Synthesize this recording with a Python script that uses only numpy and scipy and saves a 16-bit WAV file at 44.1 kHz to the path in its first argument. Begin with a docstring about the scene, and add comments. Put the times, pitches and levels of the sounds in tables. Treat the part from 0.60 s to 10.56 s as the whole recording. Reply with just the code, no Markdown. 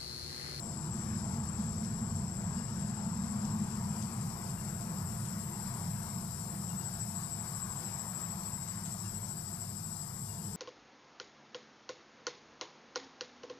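"""A thin, high whine of crickets over rumbling far traffic, in a tropical wood where monkeys groom overhead.
A cicada swells in, its clicking tymbals ringing its body; then one near cricket starts to chirp with
its wings. Leaves rustle and twigs tick as the monkeys shift. Behind them lie a hiss of far insects,
faint bird peeps, passing tyres and droning engines. Nearly all of the treble sits on the left."""
import sys
import numpy as np
from scipy import signal
from scipy.fft import rfft, irfft
from scipy.io import wavfile
from scipy.ndimage import uniform_filter1d, map_coordinates

SR = 44100
rng = np.random.default_rng(int(sys.argv[2]) if len(sys.argv) > 2 else 0)


def write(x):
    x = np.atleast_2d(x).T
    wavfile.write(sys.argv[1], SR, np.round(np.clip(x, -1, 1) * 32767).astype(np.int16))


N = 439236
T = np.arange(N) / SR
HZ = np.fft.rfftfreq(N, 1 / SR)


# Chorus fader, swelling as the near cricket joins: t/s, relative level/dB
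CHORUS_FADER = [(0, -53.5), (2, -53.5), (3.5, -55), (6, -53.5), (7, -50), (8, -52), (9.96, -53.3)]
# Voices: f/Hz, wing strokes/Hz, sag per stroke/Hz, relative level/dB, change at the handover/dB
CHORUS_VOICES = [(7734, 25.7, 16, 0, -13), (7685, 38.6, 60, -3, -1.5), (7610, 12.8, 60, -2.5, -1),
                 (7618, 22, 30, -6, 0), (7596, 33, 25, -6, -6.5), (7348, 11, 60, -12, -4),
                 (7240, 26, 100, -14, -1), (7470, 27, 150, -10.5, -6)]
def cricket_chorus(trim_db=3.0, rasp=0.2, jitter=0.0786, wander_hz=5, duty=.8, handover_s=6.05):
    """Each wing stroke rings a near-pure tone that sags as the wing slows."""
    out = np.zeros(N)
    handover = np.interp(T, [handover_s, handover_s + 0.082], [0, 1])
    for hz, rate, sag_hz, db, change_db in CHORUS_VOICES:
        strokes = np.cumsum(rate * (1 + jitter * drift(3)), dtype=float) / SR + rng.random()
        progress = np.minimum(strokes % 1 / duty, 1)
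        pitch = hz + wander_hz * drift(4) + sag_hz * (.5 - progress)
        envelope = amp(db + change_db * handover) * sine(progress / 2)
        tooth_rasp = 1 + rasp * drift(70)
        out += envelope * tooth_rasp * sine(np.cumsum(pitch) / SR)
    return unit(canopy(out, t60=0.13, wet_db=-8.0)) * amp(curve(CHORUS_FADER) + trim_db)


def near_cricket(start_s=6.112, rate_hz=13.065, length_s=0.085, first_hz=7755, last_hz=7733, arch_hz=135,
                 level_db=-41.5, hold_s=1.2, fade_db_per_s=1.5, scatter_db=2, scatter_s=.004):
    """Wing chirps on a steady beat, each arching in pitch; the song sinks and fades as the singer tires."""
    out, u = np.zeros(N), np.linspace(-1, 1, int(length_s * SR))
    envelope = np.cos(np.pi * u / 2) ** 2
    beats = np.arange(start_s, T[-1], 1 / rate_hz)
    for s, (late, accent, phase) in zip(beats, rng.standard_normal((len(beats), 3))):
        pitch = np.interp(s, [beats[0], beats[-1]], [first_hz, last_hz]) - arch_hz * u ** 2
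        db = level_db - fade_db_per_s * max(s - start_s - hold_s, 0) + scatter_db * min(accent, 1)
        tone = sine(np.cumsum(pitch) / SR + phase)
        add(out, s + scatter_s * late - length_s / 2, amp(db) * envelope * tone)
    return canopy(out, t60=.12, wet_db=-18)


# The cicada's fade-in: t/s, level/dB
CICADA_FADER = [(0, -68), (2.7, -65), (3.3, -59), (3.7, -58), (3.95, -55.3), (7.2, -53.5), (9.96, -54.3)]
# Tymbal pace: t/s, click rate/Hz, jitter/share of the rate
TYMBAL_PACE = [(0, 480, 0.005), (3.4, 440, 0.0045), (4.2, 420, 0.0028), (5.5, 470, .003),
               (6.4, 440, 0.0032), (7.3, 400, 0.0021), (8.3, 410, 0.0028), (8.8, 500, 0.0014),
               (9.96, 410, 0.0011)]
# Resonances of the hollow body: f/Hz, gain/dB
CICADA_EQ = [(6500, -27), (7900, -13), (8600, -1.5), (9200, -2), (9900, -10.5), (10900, -16.5), (11700, -7),
             (12400, -4.5), (13300, -10), (14100, -14), (15000, -28)]
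def cicada(alternate_dip=0.23):
    """Fast tymbal clicks ring the hollow body; the foliage smears them into a sizzle."""
    rate, jitter = curve(TYMBAL_PACE), curve(TYMBAL_PACE, column=2)
    turns = np.cumsum(rate * (1 + jitter * drift(40))) / SR
    nearest = np.round(turns)
    samples_off = (turns - nearest) * SR / rate
    # two tymbals take turns, one a little weaker
    clicks = np.sinc(samples_off) * (1 - alternate_dip * (nearest % 2))
    scattered = canopy(clicks, t60=.2, wet_db=-1)
    buzz = unit(colour(scattered, amp(at_hz(CICADA_EQ, HZ))))
    fizz = hiss(CICADA_EQ, patchy_db=1.5)
    return unit(buzz + fizz) * amp(curve(CICADA_FADER))


# Heavy traffic nearing, then drawing away: t/s, level/dB
ENGINE_FADER = [(0, -41), (.8, -37.5), (2.5, -38.5), (3.2, -39), (3.7, -39.5), (5.2, -39.5), (6.3, -42.4),
                (8.4, -43.5), (9.96, -45.5)]
# Engine rumble: f/Hz, gain/dB
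RUMBLE_EQ = [(12, -17), (28, -23), (36, -19.5), (52, -10), (70, -13.5), (95, -1), (140, -0.5), (180, 0.5),
             (210, -2), (235, -10.5), (262, -26.5), (330, -28), (600, -88)]
# Car pass-bys: nearest t/s, relative level/dB, time to fall 3 dB/s
PASS_BYS = [(.7, -54, 0.3), (2.3, -57, 1), (3.25, -53.8, 1), (5.05, -55, 0.4), (7.35, -53.5, 0.82)]
# Tyre roar: f/Hz, gain/dB
TYRE_EQ = [(120, -43), (270, -6.5), (330, 0.5), (420, -5.5), (560, -7), (760, -3.5), (900, 1.5), (1300, -5),
           (2000, -14), (3200, -22), (6000, -30), (15000, -47)]
def road(far_cars_db=-57, pass_trim_db=2.0, lows_db=-11.0, split_hz=580, gust_db=0.52):
    """Engines rumble; the tyre roar's low end rides their fader and its top swells with each pass-by."""
    pass_power = sum(amp(db + pass_trim_db) ** 2 / (1 + ((T - s) / span) ** 2)
                     for s, db, span in PASS_BYS)
    tyre_gain = np.sqrt(amp(far_cars_db) ** 2 + pass_power)
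    roar = hiss(TYRE_EQ, patchy_db=1.66) * amp(gust_db * drift(7))
    lows = colour(roar, 1 / (1 + (HZ / split_hz) ** 8))
    rumble = hiss(RUMBLE_EQ, patchy_db=1) + amp(lows_db) * lows
    return rumble * amp(curve(ENGINE_FADER)) + (roar - lows) * tyre_gain


# Rustle cues: t/s, level/dB, decay/s
RUSTLES = [(1.235, -61, .025), (2.19, -52, 0.037), (2.848, -54, .02), (3.412, -50, .03),
           (4.207, -51.5, .023), (4.51, -52, .03), (4.65, -49, 0.032), (6.077, -50, .022), (7.14, -54, .15),
           (8.075, -49, 0.02), (8.25, -47, 0.052)]
def leaves(grain=0.32):
    """Pushed leaves give a crisp clump of tiny snaps that dies away."""
    push = np.zeros(N)
    for s, db, decay_s in RUSTLES:
        u = np.arange(SR // 2) / SR / decay_s
        add(push, s, amp(db) * (1 - np.exp(-8 * u)) * np.exp(-u))
    snaps = unit(rng.standard_normal((2, N)) * np.exp(grain * drift(400)))
    crisp = amp(at_hz([(800, -19), (3000, 1), (5000, 0), (8500, 9.5), (11000, -16), (15000, -24)], HZ))
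    return colour(snaps * push, unit(crisp))


# Twig cues: t/s, level before EQ/dB
TWIG_TICKS = [(1.25, -40), (2.853, -38), (3.426, -37), (6.62, -41), (8.085, -40)]
def twigs(decay_s=0.002):
    """Each twig gives a dry crack: a tiny burst of bright noise."""
    out, t = np.zeros(N), np.arange(SR // 50) / SR
    for s, db in TWIG_TICKS:
        add(out, s - decay_s / 2, amp(db) * np.exp(-t / decay_s) * rng.standard_normal(len(t)))
    return colour(out, amp(at_hz([(1500, -25), (3500, -10), (6000, 7), (9000, -4), (14000, -18)], HZ)))


# The insect bed: f/Hz, gain/dB
INSECT_EQ = [(2500, -24), (3700, -11.5), (4550, -6), (4720, -4), (5350, 1.5), (5780, -2.5), (5980, -5.5),
             (6600, -7.5), (7300, 1), (8000, -3.5), (9100, -2.5), (10000, -10.5), (11700, -11),
             (13500, -32), (15000, -42)]
# Thin notes: f/Hz, width/Hz, level/dB, peak t/s, swell width/s; the 3870 Hz one is an undertone of the near
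# cricket, an octave below its chirps
INSECT_NOTES = [(5740, 50, -68, 5.9, 4.6), (4800, 120, -70, 9.8, 7.6), (3870, 70, -73.5, 7.3, 1.5),
                (9440, 90, -69, .3, 1)]
def far_insects(level_db=-54.0, flutter_db=0.97, swell_db=-0.6):
    """Countless distant singers merge into bands of hiss, with a few thin notes coming and going; one of them
    is a faint undertone of the near cricket."""
    bed = hiss(INSECT_EQ, patchy_db=2.0) * amp(level_db + flutter_db * drift(14) + swell_db * drift(1))
    return bed + sum(amp(db) * fuzzy_tone(hz, width, s, span) for hz, width, db, s, span in INSECT_NOTES)


# Drone cues: f/Hz, width/Hz, level/dB, left over right/dB, peak t/s, swell width/s
ENGINE_DRONES = [(42.7, 4, -60, 3, 2.1, 2.9), (75.5, 17.7, -49.5, -1, 1.5, 1),
                 (212.4, 38, -41, 3, 2.87, 0.49), (219.2, 40, -44.5, -0.5, 1.32, 1.57),
                 (689.7, 32, -63, -39, 2.6, 10), (338.7, 80, -55.5, -1, 0.35, 0.33),
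                 (466, 140, -66, 4, 0.77, 4.2), (364, 75, -66, -42, 12.6, 7.9),
                 (438, 60, -56.5, 3, 10.36, 0.42)]
def engine_drones():
    """Distant engine notes swell and fade, each with its own pan."""
    return sum(amp(db) * pan(pan_db) * fuzzy_tone(hz, width, s, span)
               for hz, width, db, pan_db, s, span in ENGINE_DRONES)


def motor_hum(hz=102, db=-52, start_s=7.9, rise_s=0.21):
    """A far motor settles into a low, slightly wavering hum."""
    level = amp(db) * np.clip((T - start_s) / rise_s, 0, 1) * (1 + 0.18 * drift(1.6))
    pitch = hz + 0.92 * drift(2.7)
    return level * unit(sine(np.cumsum(pitch) / SR))


# Bird cues: t/s, f/Hz, relative level/dB
BIRD_CALLS = [(1.97, 2830, -68), (3.97, 2760, -69), (6.09, 2810, -66), (8.16, 2000, -67), (8.44, 2760, -68),
              (9.68, 2820, -68)]
def birds(fall_hz=110, length_s=0.04, repeat_s=0.097, repeat_db=-5):
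    """Birds deep in the trees call a falling peep and a softer repeat."""
    out, u = np.zeros(N), np.linspace(0, 1, int(length_s * SR))
    for s, hz, db in BIRD_CALLS:
        pitch = hz + fall_hz * (.5 - u)
        peep = 2 * amp(db) * np.sin(np.pi * u) * sine(np.cumsum(pitch) / SR)
        add(out, s, peep)
        add(out, s + repeat_s, amp(repeat_db) * peep)
    return canopy(out, t60=0.25, wet_db=-1)


def canopy(x, t60, wet_db):
    """Direct sound plus sparse echoes off leaves and trunks, different on each side."""
    t = np.arange(SR // 2) / SR
    taps = rng.standard_normal((2, len(t))) * (rng.random((2, len(t))) < .05) * amp(-60 * t / t60)
    taps *= amp(wet_db) / np.linalg.norm(taps, axis=1, keepdims=True)
    return (x + signal.fftconvolve(x[None], taps, axes=1)[:, :N]) / np.sqrt(1 + amp(wet_db) ** 2)


# Noise image, near mono in the bass and wide on top: f/Hz, left-right correlation
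CORRELATION = [(30, 0.96), (70, 0.98), (200, .99), (300, 0.68), (600, 0.75), (1200, 0.75), (2500, 0.7),
               (4000, 0.55), (15000, 0.15)]
def hiss(eq, patchy_db):
    """Stereo noise through an EQ, with drifting louder and softer patches."""
    hz = np.fft.rfftfreq(2048, 1 / SR)
    a, b, c, d, patches = rng.standard_normal((5, N // 512 + 5, len(hz)), dtype=np.float32)
    patches = unit(uniform_filter1d(uniform_filter1d(patches, size=10, axis=0), size=12, axis=1))
    alike = at_hz(CORRELATION, hz)
    left = a + 1j * b
    right = alike * left + np.sqrt(1 - alike ** 2) * (c + 1j * d)
    frames = np.array([left, right]) * amp(patchy_db * patches)
    white = signal.istft(frames.transpose(0, 2, 1), nperseg=2048, noverlap=1536)[1][:, :N]
    return unit(colour(white, amp(at_hz(eq, HZ))))


def fuzzy_tone(hz, width_hz, peak_s, span_s):
    """A wavering narrow-band tone under a bell-shaped swell."""
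    tone = drift(width_hz / 2) * sine(hz * T) + drift(width_hz / 2) * sine(hz * T + 1 / 4)
    away = np.minimum(abs(T - peak_s) / span_s, 6)
    return unit(tone) * np.exp(-away ** 2 / 2)


def amp(db):
    """Decibels to gain."""
    return 10 ** (np.asarray(db) / 20)


def unit(x):
    """Scales to an rms of 1."""
    return x / np.sqrt(np.mean(x ** 2) + 1e-20)


def sine(turns):
    """A sine wave from its count of cycles."""
    return np.sin(2 * np.pi * turns)


def at_hz(points, hz):
    """Reads a curve on a log-frequency axis."""
    f, value = np.transpose(points)
    return np.interp(np.log(hz + 1), np.log(f), value)


def curve(rows, column=1):
    """An automation lane: one column of a timed table, at every sample."""
    rows = np.asarray(rows)
    return np.interp(T, rows[:, 0], rows[:, column])


def colour(x, gain):
    """EQ with one gain for each frequency in HZ."""
    return irfft(rfft(x.astype(np.float32)) * np.asarray(gain, np.complex64), N)


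def drift(hz):
    """A smooth random LFO of about unit size, moving at up to about hz."""
    place = T[::32] * hz * 2 + 5
    return map_coordinates(rng.standard_normal(10000), [place], order=3, mode="mirror").repeat(32)[:N]


def add(mix, s, sound):
    """Mixes a sound in at s seconds."""
    part = mix[max(round(s * SR), 0):][:len(sound)]
    part += sound[:len(part)]


def pan(db):
    """Left and right gains of mean 1, the left louder by db."""
    g = np.atleast_1d(amp(db))
    return 2 * np.array([g, np.ones_like(g)]) / (1 + g)


# Balance, with the treble hard left: f/Hz, left over right/dB
BALANCE = [(30, 1.5), (120, 0), (300, 1.5), (550, 1.5), (900, 5), (1500, 9), (2800, 9), (3800, 10),
           (5200, 17.5), (6500, 18.5), (7200, 21), (7700, 41), (8300, 29), (10500, 24.5), (12400, 32),
           (15000, 19)]
# Phase between the channels: f/Hz, left lead/rad
LEFT_LEAD = [(60, 0.1), (200, -0.2), (400, 0.31), (600, 0.82), (860, 0.99), (1460, 1.54), (3000, 1.47)]
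def scene():
    """The wood mixed through two unequal channels, with the panned drones added."""
    wood = cricket_chorus() + near_cricket() + cicada() + far_insects()
    wood = wood + road() + motor_hum() + leaves() + twigs() + birds()
    phase_shift = np.exp(1j * np.outer([1, 0], at_hz(LEFT_LEAD, HZ)))
    return colour(wood, pan(at_hz(BALANCE, HZ)) * phase_shift) + engine_drones()


def record(dry, noise_db=-79, top_hz=15100):
    """Faint microphone hiss, then a steep high cut."""
    noisy = dry + amp(noise_db) * rng.standard_normal((2, N))
    high_cut = signal.firwin(511, top_hz, window=("kaiser", 9), fs=SR)
    return signal.oaconvolve(noisy, high_cut[None], "same")


dry = scene()
out = record(dry)
write(out)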